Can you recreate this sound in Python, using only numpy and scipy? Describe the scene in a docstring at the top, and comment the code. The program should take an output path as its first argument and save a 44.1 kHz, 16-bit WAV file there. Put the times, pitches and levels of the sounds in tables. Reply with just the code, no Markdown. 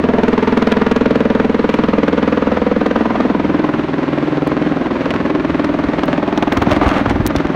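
"""A tiltrotor aircraft passes low overhead on its way down to land, heard from beside a building.
On approach, each blade of its two rotors slaps (a thump plus tip-vortex cracks), heard directly and
off the ground and walls, over a pulsing swish and the engines' roar. Near 4.2 s it is overhead and its
hum sits higher. From about 5 s the downwash buffets the microphone; from 6.5 s it throws grit at it.
The loudest peaks overload and are ducked by a limiter."""
import sys
import numpy as np
from scipy import signal
from scipy.fft import rfft, irfft, next_fast_len
from scipy.io import wavfile
from scipy.ndimage import uniform_filter1d, minimum_filter1d, map_coordinates

SR = 44100
rng = np.random.default_rng(int(sys.argv[2]) if len(sys.argv) > 2 else 0)


def int16_out(signal):
    """Quantize to a 16-bit WAV file."""
    q = np.round(np.clip(np.atleast_2d(signal).T, -1, 1) * 32767)
    wavfile.write(sys.argv[1], SR, q.astype(np.int16))


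N = 332955
TIME = np.arange(N) / SR
BLADE_HZ, OVERHEAD_S = 20.53, 4.19

# aircraft nears, then recedes: (time [s], extra travel time [ms])
PATH_DELAY = [(0, 2.8), (.45, .5), (.85, .2), (1.45, -1.5), (2.2, -.8), (3.2, .4), (3.8, .7), (4.55, .25),
              (5.55, 5.1), (6.65, 7.6), (7.55, 11.05)]
# ground echo, closing in on descent: (time [s], lag [ms], echo level of near thump [dB])
GROUND_ECHO = [(0, 4.28, 0), (1.4, 4.15, 0), (3.1, 4.06, -3), (3.8, 3.74, -2.8), (4.8, 3.73, -10),
               (6, 3.2, -1.4), (7.55, 3.46, -2.1)]
# each rotor beams its thump at the listener, then past: (time [s], near level [dB], far level [dB])
THUMP_LEVELS = [(0, -0.5, -5.5), (1.4, 0.9, -9), (3.1, -1, -30), (3.55, -0.5, -6), (3.9, -10, -6.5),
                (4.6, -4.5, -6.5), (5.05, -12, -9), (5.35, -8.5, -11), (5.7, -8.5, -10), (6.3, -5, -15.5),
                (7.55, -6, -17.5)]
# blades biting into their own wake: (time [s], crack level [dB], swish level [dB])
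WAKE_BITE = [(0, -11, -23.5), (.65, -7.5, -19), (1.5, -14.5, -22), (2.2, -12, -18.5), (2.55, -20.5, -20.5),
             (3.25, -26, -21), (3.9, -16, -28.5), (4.7, -23, -29.5), (5.05, -20, -25.5), (6.15, -9.5, -25),
             (6.6, -22, -16.5), (7.55, -47, -24)]
# blade-to-blade likeness of the noise: (frequency [Hz], swish [0-1], roar [0-1])
WAKE_LIKENESS = [(130, .65, .5), (350, .75, .5), (700, .58, .25), (1400, .42, .08), (3000, .12, .02),
                 (6000, .02, .01)]


def from_db(db):
    """Decibels to gain."""
    return 10 ** (np.asarray(db) / 20)


def unit_rms(x):
    """Scale to rms 1."""
    return x / np.sqrt(np.mean(x ** 2) + 1e-20)


def curves(rows, at):
    """Remaining columns, interpolated along the first."""
    axis, *columns = np.transpose(rows)
    return [np.interp(at, axis, column) for column in columns]


def butter(x, hz, kind, order=2):
    """Causal Butterworth filter."""
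    sos = signal.butter(order, np.clip(hz, 10, .45 * SR), kind, fs=SR, output="sos")
    return signal.sosfilt(sos, x + 1e-18)


def two_pole(x, hz, q, kind):
    """Resonant high- or low-pass."""
    w = 2 * np.pi * hz
    numerator = [1, 0, 0] if kind == "high" else [w * w]
    return signal.lfilter(*signal.bilinear(numerator, [1, w / q, w * w], SR), x + 1e-18)


def noise(spectrum, likeness=((100, 0), (1000, 0))):
    """Coloured noise, rms 1; likeness makes it partly repeat at the blade rate."""
    hz, db = np.transpose(spectrum)
    size = next_fast_len(N, True)
    bins_hz = np.maximum(np.arange(size // 2 + 1) * SR / size, 1)
    gain = from_db(np.interp(np.log(bins_hz), np.log(hz), db)) * np.minimum(bins_hz / hz[0], 1) ** 2
    feedback = curves(likeness, bins_hz)[0]
    comb = np.sqrt(1 - feedback ** 2) / (1 - feedback * np.exp(-2j * np.pi * bins_hz / BLADE_HZ))
    return unit_rms(irfft(rfft(rng.standard_normal(size)) * gain * comb, size)[:N])


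def drift(rate_hz):
    """Random curve, rate_hz points a second, rms 1."""
    steps = rng.standard_normal(N // 10)
    return unit_rms(np.interp(TIME * rate_hz, np.arange(len(steps)), steps))


def impulses(at_s, gains):
    """Single-sample impulse train."""
    index = np.round(at_s * SR).astype(int)
    inside = (index >= 0) & (index < N)
    return np.bincount(index[inside], gains[inside], N)


def shaped(train, shape):
    """Filter by shape, its impulse response scaled to peak 1."""
    return shape(train) / np.abs(shape(signal.unit_impulse(2048))).max()


def noisy_tails(train, decay_s):
    """A decaying noise burst per impulse."""
    envelope = signal.lfilter([1], [1, -np.exp(-1 / (decay_s * SR))], train + 1e-18)
    return envelope * rng.standard_normal(N)


def blade_times(far=False, first_s=.037):
    """Blade arrivals [s]: steady rotor, changing path."""
    # far rotor behind the near one: (time [s], lag [ms])
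    far_lag = [(0, 9.1), (1.4, 9.2), (3.1, 8.3), (3.6, 7.2), (4.3, 7.8), (4.9, 8.0), (5.4, 7.85),
               (7.55, 7.9)]
    sent_s = first_s + np.arange(-1, TIME[-1] * BLADE_HZ + 1) / BLADE_HZ
    delay_ms = curves(PATH_DELAY, sent_s)[0] + far * curves(far_lag, sent_s)[0]
    return sent_s + delay_ms / 1000


def blade_count(at_s):
    """Continuous count of blade passes."""
    return np.interp(TIME, at_s, np.arange(len(at_s)))


def wall_echoes(x):
    """Dull echoes off the building and trees swell, slide and fade as the aircraft passes."""
    # (lag [ms], slide [ms/s], peak level [dB], peak time [s], half-width [s])
    reflectors = [(13.2, -.04, -7.6, .7, 3.7), (16.2, -.08, -10, 0, 2.9), (19.1, .21, -10.2, 0, 1.7),
                  (29.45, .44, -17.4, .7, .9), (14.25, .03, -6.2, 2.77, 1.25),
                  (49.8, -.13, -6.5, 6.8, 1.15), (10.74, .59, -11.4, 7.3, 2)]
    dull = butter(x, 1300, "low", order=1)
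    out = 0
    for lag_ms, slide_ms_per_s, db, peak_s, width_s in reflectors:
        since_s = TIME - peak_s
        lag_s = (lag_ms + slide_ms_per_s * since_s) / 1000
        echo = np.interp(TIME - lag_s, TIME, dull, left=0)
        out = out + from_db(db) / (1 + (since_s / width_s) ** 2) * echo
    return out


def ground_comb(x, echo_db=-14, lead_ms=.11):
    """Noise plus its dull ground echo; the comb slides up as the aircraft sinks."""
    lag_s = (curves(GROUND_ECHO, TIME)[0] - lead_ms) / 1000
    dull = butter(x, 900, "low", order=1)
    return x + from_db(echo_db) * np.interp(TIME - lag_s, TIME, dull, left=0)


def ground_pairs(at_s, level_db, ground_db, lead_ms=0):
    """Impulses, each followed by its ground echo."""
    lag_s = (curves(GROUND_ECHO, at_s)[0] - lead_ms) / 1000
    return impulses(at_s, from_db(level_db)) + impulses(at_s + lag_s, from_db(level_db + ground_db))


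def multipath(x):
    """Added to x: narrow bands swell, dip and glide as the paths drift in and out of step."""
    # (time [s], half-width [s], centre [Hz], glide [Hz/s], bandwidth [Hz], gain [dB])
    swells = [(.152, .087, 670, 5, 140, 6), (.83, 0.079, 570, 1, 160, -2.5), (1.1, 1.5, 345, 17.5, 52, -8),
              (1.2, 0.21, 540, 44, 130, 3), (1.7, 1.5, 750, 23, 180, -6), (2.35, .7, 560, 29.5, 120, 3),
              (2.2, .5, 82, 2.5, 24, 7), (2.6, 1.1, 140, 25, 45, -8.5), (5.05, 0.14, 280, 0, 94, -4.5),
              (5.5, .5, 235, 0, 120, -0.5), (4.8, 0.41, 690, 1, 150, 2.5), (3.55, 0.43, 980, -4, 100, 2.5),
              (3.6, 0.51, 530, -5.5, 110, -7), (4.75, 0.18, 295, -2, 45, 1.5),
              (5.33, 0.078, 360, -110, 45, 7), (5.55, 0.25, 314, -130, 45, 4), (5.48, .08, 480, 9, 110, -5),
              (6.0, 0.67, 680, 3, 60, 2.5), (6.25, .18, 840, 1, 111, 5)]
    out = np.zeros(N)
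    for at_s, width_s, hz, glide_hz_per_s, width_hz, db in swells:
        span = np.abs(TIME - at_s) < 3 * width_s
        since_s = TIME[span] - at_s
        carrier = np.exp(2j * np.pi * (hz + glide_hz_per_s * since_s / 2) * since_s)
        band = 2 * np.real(carrier * butter(x[span] / carrier, width_hz / 2, "low", order=1))
        out[span] += (from_db(db) - 1) * np.exp(-(since_s / width_s) ** 2) * band
    return out


def casing(x):
    """The microphone casing colours sharp sounds."""
    # (centre [Hz], bandwidth [Hz], gain [dB])
    bands = [(4900, 820, -4), (7500, 1500, -4), (9100, 760, 1), (11000, 3800, -7.5), (13200, 1000, -0.5),
             (15000, 800, 2.5)]
    return x + sum((from_db(db) - 1) * butter(x, [hz - width_hz / 2, hz + width_hz / 2], "band", order=1)
                   for hz, width_hz, db in bands)


def downwash(lumps_db=3.5, band_ratio=1.5):
    """Lumpy wind on the microphone: first a breeze, then hard puffs."""
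    # (time [s], level [dB])
    wind_levels = [(4.6, -67), (4.95, -29), (5.3, -39), (5.85, -29), (6.45, -49), (6.62, -24), (6.96, -29),
                   (7.15, -18), (7.35, -24), (7.55, -45)]
    # (frequency [Hz], relative density [dB])
    buffet_spectrum = [(15, -27.5), (30, -21), (55, 0.5), (90, -2.5), (150, -11), (400, -26), (1500, -67.5)]
    # (time [s], peak [dB], pitch [Hz])
    puffs = [(6.58, -11, 91), (6.672, -2, 164), (6.718, -11, 87.5), (6.863, -3, 66), (7.074, -9.5, 92),
             (7.145, -20, 56), (7.2, -4.5, 110), (7.214, -16, 52.6), (7.365, -12, 68), (7.451, -16, 62)]
    buffet = unit_rms(noise(buffet_spectrum) * from_db(lumps_db * drift(22)))
    out = from_db(curves(wind_levels, TIME)[0]) * buffet
    for at_s, db, hz in puffs:
        push = impulses(np.array([at_s]), from_db([db]))
        out += shaped(push, lambda x: butter(x, [hz / band_ratio, hz * band_ratio], "band"))
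    return out


def grit(attack_s=.013, decay_s=.0078, grains_per_s=900, coarse_db=-14, coarse_hz=2200):
    """Flurries of fine sand hit the microphone; coarser grains tick singly."""
    # (start [s], length [s], level [dB])
    flurries = [(6.51, 0.14, -29.5), (6.674, 0.093, -19.5), (6.815, 0.19, -18), (7.077, 0.033, -20)]
    # (frequency [Hz], relative density [dB])
    sand_spectrum = [(250, 26), (400, 24.5), (800, 28), (2000, 17), (3200, 7), (5000, -9), (9000, -24),
                     (12000, -38), (15500, -28)]
    envelope = 0
    for start_s, length_s, db in flurries:
        rise = np.clip((TIME - start_s) / attack_s, 0, 1)
        fall = np.exp(-np.maximum(TIME - start_s - length_s, 0) / decay_s)
        envelope = envelope + from_db(db) * rise * fall
    fine = unit_rms(noise(sand_spectrum) * from_db(3.5 * drift(2500) + .5 * drift(120)))
    hits = rng.random(N) < grains_per_s / SR
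    grains = hits * from_db(4.5 * rng.standard_normal(N)) * rng.choice([-1, 1], N)
    coarse = unit_rms(butter(butter(grains, coarse_hz, "low"), coarse_hz / 2, "high", order=1))
    return envelope * (fine + from_db(coarse_db) * coarse)


def debris():
    """Bits of leaf and twig tick on the casing."""
    # (time [s], peak [dB], upper edge [Hz], decay [s])
    impacts = [(4.474, -26, 11000, 0.0014), (5.138, -6.5, 695, 0.0065), (5.204, -14.5, 790, 0.0027),
               (6.057, -31, 13000, 0.00096), (6.689, -31, 2200, .003), (6.711, -10, 2300, 0.0029),
               (6.717, -3.5, 2680, 0.0013), (6.725, -12, 2700, 0.0018), (6.733, -14, 2800, 0.00085),
               (6.763, -15, 2000, 0.0046), (6.869, -22, 2800, .001), (6.881, -24, 6500, 0.005),
               (6.89, -11, 2400, .002), (6.915, -22, 3000, .001), (6.937, -20, 1500, 0.0086),
               (7.097, -11, 2390, 0.0023), (7.102, -11, 2390, 0.0029), (7.11, -14, 2200, 0.002),
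               (7.265, -6, 10500, 0.0013), (7.273, -9.5, 14000, 0.0022), (7.362, -8.5, 3140, .0035),
               (7.385, -16, 1900, .002), (7.47, -14.5, 1870, 0.001), (7.526, -22, 900, .002)]
    out, age_s = np.zeros(N + SR), TIME[:SR // 20]
    for at_s, db, hz, decay_s in impacts:
        burst = rng.standard_normal(len(age_s)) * np.exp(-age_s / decay_s)
        tick = butter(butter(burst, hz, "low"), hz / 2, "high", order=1)
        start = round(at_s * SR)
        out[start:start + len(tick)] += from_db(db) * tick / np.abs(tick).max()
    return out[:N]


def wake_noise(spectrum, likeness):
    """Each blade cuts much the same wake; its noise travels the changing path."""
    sent_s = TIME - curves(PATH_DELAY, TIME)[0] / 1000
    return map_coordinates(noise(spectrum, likeness), [sent_s * SR], order=3, mode="mirror")


def engine_roar(gain_db=-21.5, flutter_db=1.0, bass_hz=420):
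    """Engines and wake; the bass rises as the aircraft arrives overhead."""
    # (frequency [Hz], relative density [dB])
    roar_spectrum = [(40, -10.5), (100, -5.5), (155, 4), (290, 7), (380, 4), (480, -4), (620, -1.5),
                     (730, -9), (880, -6.5), (1200, -8), (2000, -12), (3200, -22), (4300, -27.5),
                     (5000, -34.5), (6300, -38.5), (7600, -47), (9300, -50), (10500, -61.5)]
    # (time [s], bass gain [dB])
    bass_gains = [(0, -5), (2.4, -1.5), (3.3, 3), (4.3, 0), (6.2, 0.5), (7.55, -0.5)]
    likeness = [(hz, share) for hz, _, share in WAKE_LIKENESS]
    roar = wake_noise(roar_spectrum, likeness) * from_db(flutter_db * drift(30))
    bass = butter(roar, bass_hz, "low", order=1)
    return from_db(gain_db) * (roar + (from_db(curves(bass_gains, TIME)[0]) - 1) * bass)


def blade_swish(rise_ms=3.9, fall_ms=6.0, lag_ms=1.2, flutter_db=2.0, overhead_width_s=2.0):
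    """Noise swells as each blade advances on the listener, for longer when heard from below."""
    # (frequency [Hz], relative density [dB])
    swish_spectrum = [(200, -2.5), (400, 1), (560, 4), (720, 1.5), (900, 0), (1150, -1), (1600, -8),
                      (2350, -15), (3800, -24.5), (5000, -34), (6300, -37.5), (8000, -59.5), (11000, -57),
                      (15500, -56)]
    count = blade_count(blade_times() + lag_ms / 1000)
    from_peak_ms = 1000 * (count - np.round(count)) / BLADE_HZ
    stretch = 1 + .35 * np.exp(-((TIME - OVERHEAD_S) / overhead_width_s) ** 2)
    width_ms = stretch * np.where(from_peak_ms < 0, rise_ms, fall_ms)
    swell = 1 / (1 + (from_peak_ms / width_ms) ** 2)
    likeness = [(hz, share) for hz, share, _ in WAKE_LIKENESS]
    swish = unit_rms(wake_noise(swish_spectrum, likeness) * swell * from_db(flutter_db * drift(150)))
    return from_db(curves(WAKE_BITE, TIME)[1]) * swish


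def lift_hum(waver_db=2.5, lead_ms=3.05, overhead_width_s=.34, thump_share=.44):
    """Blade lift hums on low harmonics of the blade rate; the upper ones gain overhead."""
    # (harmonic number, base level [dB], change overhead [dB])
    harmonics = [(2, -43.5, -8), (3, -37.5, -5), (4, -32.5, -4), (5, -52, -10.5), (6, -40.5, -4.5),
                 (7, -41.5, 15), (8, -29.5, 6.5)]
    overhead = np.exp(-((TIME - OVERHEAD_S) / overhead_width_s) ** 2)
    out = 0
    for far, thump_db in enumerate(curves(THUMP_LEVELS, TIME)):
        phase = 2 * np.pi * blade_count(blade_times(far) - lead_ms / 1000)
        for harmonic, base_db, change_db in harmonics:
            level_db = base_db + change_db * overhead + waver_db * drift(4) + thump_share * thump_db
            out = out + from_db(level_db) * np.sin(harmonic * phase)
    return out


def shocks(lag_ms=.6, ground_db=-2.5, rasp_db=-12, fizz_db=-40):
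    """Blades hitting a vortex squarely steepen into small, ragged shocks; the hardest ones overload, and a
    brief high fizz trails them."""
    # (start [s], length [s], level [dB])
    runs = [(.07, 1.55, -17.5), (.22, .09, -12), (.55, .19, -6), (.89, .1, -8.5), (1.04, .19, -12),
            (1.29, .05, -18), (1.67, .1, -4.5), (2.01, .29, -17), (2.07, .04, -21), (2.21, .04, -20),
            (2.85, .04, -12), (3.19, .04, -13.5), (5.04, .04, -19), (5.08, .05, -7), (5.29, .04, -16),
            (5.53, .04, -27), (5.62, .05, -7), (5.82, .5, -23), (6.02, .04, -13), (6.36, .09, -3),
            (6.5, .14, 0)]

    def snap(x):
        band = butter(butter(x, 470, "high", order=1), 2200, "low")
        return butter(band, 9000, "low", order=1)

    at_s = blade_times() + lag_ms / 1000
    scatter_db = rng.standard_normal(len(at_s))
    train = 0
    for start_s, length_s, db in runs:
        hit = (at_s >= start_s) & (at_s < start_s + length_s)
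        train = train + ground_pairs(at_s[hit], db + scatter_db[hit], ground_db)
    ragged = train + from_db(rasp_db) * noisy_tails(train, decay_s=.0005)
    fizz = from_db(fizz_db) * noisy_tails(train ** 2, decay_s=.007)
    return shaped(ragged, snap) + fizz


def cracks(at_s, level_db, ground_db, spread_db, scatter_ms, drift_hz=.8):
    """Each blade cuts three drifting tip vortices; older ones are weaker and stray further."""
    def pulse(x):
        band = butter(butter(x, 1200, "high", order=1), 1400, "low")
        return butter(band, 3700, "low")

    train = 0
    for age in range(3):
        offset_ms = .16 + scatter_ms * (age + .11) * np.interp(at_s, TIME, drift(drift_hz))
        strength = .7 * np.interp(at_s, TIME, drift(7)) + .7 * rng.standard_normal(len(at_s))
        crack_db = level_db - 2.5 * age + spread_db * strength
        train = train + ground_pairs(at_s + offset_ms / 1000, crack_db, ground_db)
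    return shaped(train, pulse)


def thumps(at_s, level_db, ground_db, echo_lead_ms, low_cut_hz, low_cut_q, graze_db,
           graze_ms=2.17, spread_db=.5, jitter_ms=.12):
    """One rounded, uneven pressure pulse per blade; a hard one grazes another vortex just before."""
    def pulse(x):
        rounded = two_pole(butter(x, 190, "low", order=1), hz=444, q=1.0, kind="low")
        swinging = two_pole(rounded, hz=237, q=1.61, kind="high")
        return two_pole(swinging, low_cut_hz, low_cut_q, kind="high")

    wander, strength = rng.standard_normal((2, len(at_s)))
    at_s = at_s + jitter_ms * wander / 1000
    main = ground_pairs(at_s, level_db + spread_db * strength, ground_db, echo_lead_ms)
    graze = ground_pairs(at_s - graze_ms / 1000, 2 * level_db + graze_db, ground_db, echo_lead_ms)
    return shaped(main + graze, pulse)


def rotor_slaps(far_crack_db=-10):
    """Both rotors: a thump and its cracks per blade."""
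    # uneven air weights a few thumps in a row: (time [s], half-width [s], gain [dB])
    surges = [(.7, 0.092, -1), (1.43, 0.11, 0), (1.75, 0.044, 1), (2.562, 0.039, -6), (3.151, 0.038, -8),
              (3.52, .06, 0), (3.86, 0.032, -2), (4.0, .04, 2.5), (5.03, 0.086, -0.5), (6.38, 0.068, 2),
              (6.82, .035, 4)]
    near_s, far_s = blade_times(), blade_times(far=True)
    surge_db = sum(db * np.exp(-((near_s - at_s) / width_s) ** 2) for at_s, width_s, db in surges)
    near_db, far_db = curves(THUMP_LEVELS, near_s) + surge_db
    near_ground_db = curves(GROUND_ECHO, near_s)[1]
    bite_db = curves(WAKE_BITE, near_s)[0]
    return (thumps(near_s, near_db, near_ground_db, echo_lead_ms=0,
                   low_cut_hz=88, low_cut_q=1.03, graze_db=-11)
            + thumps(far_s, far_db, ground_db=-6.5, echo_lead_ms=.78,
                     low_cut_hz=196, low_cut_q=.49, graze_db=-22)
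            + cracks(near_s, bite_db, ground_db=-11.5, spread_db=4.5, scatter_ms=2.0)
            + cracks(far_s, far_db + far_crack_db, ground_db=-11, spread_db=6, scatter_ms=1.7))


def scene():
    """Rotors, echoes, engines and downwash; mono."""
    slaps = rotor_slaps()
    drone = slaps + wall_echoes(slaps) + lift_hum() + ground_comb(blade_swish() + engine_roar())
    return (drone + multipath(drone) + downwash() + casing(shocks() + grit() + debris()))[None]


def record(dry, ceiling=.72, hold_s=.0004, cutoff_hz=16000):
    """Fast peak limiter, then a steep low-pass."""
    hold = int(hold_s * SR)
    target_gain = (1 + (dry / ceiling) ** 8) ** (-1 / 8)
    gain = uniform_filter1d(minimum_filter1d(target_gain, hold), hold)
    return signal.sosfilt(signal.ellip(10, .1, 90, cutoff_hz, fs=SR, output="sos"), dry * gain)


dry = scene()
out = record(dry)
int16_out(out)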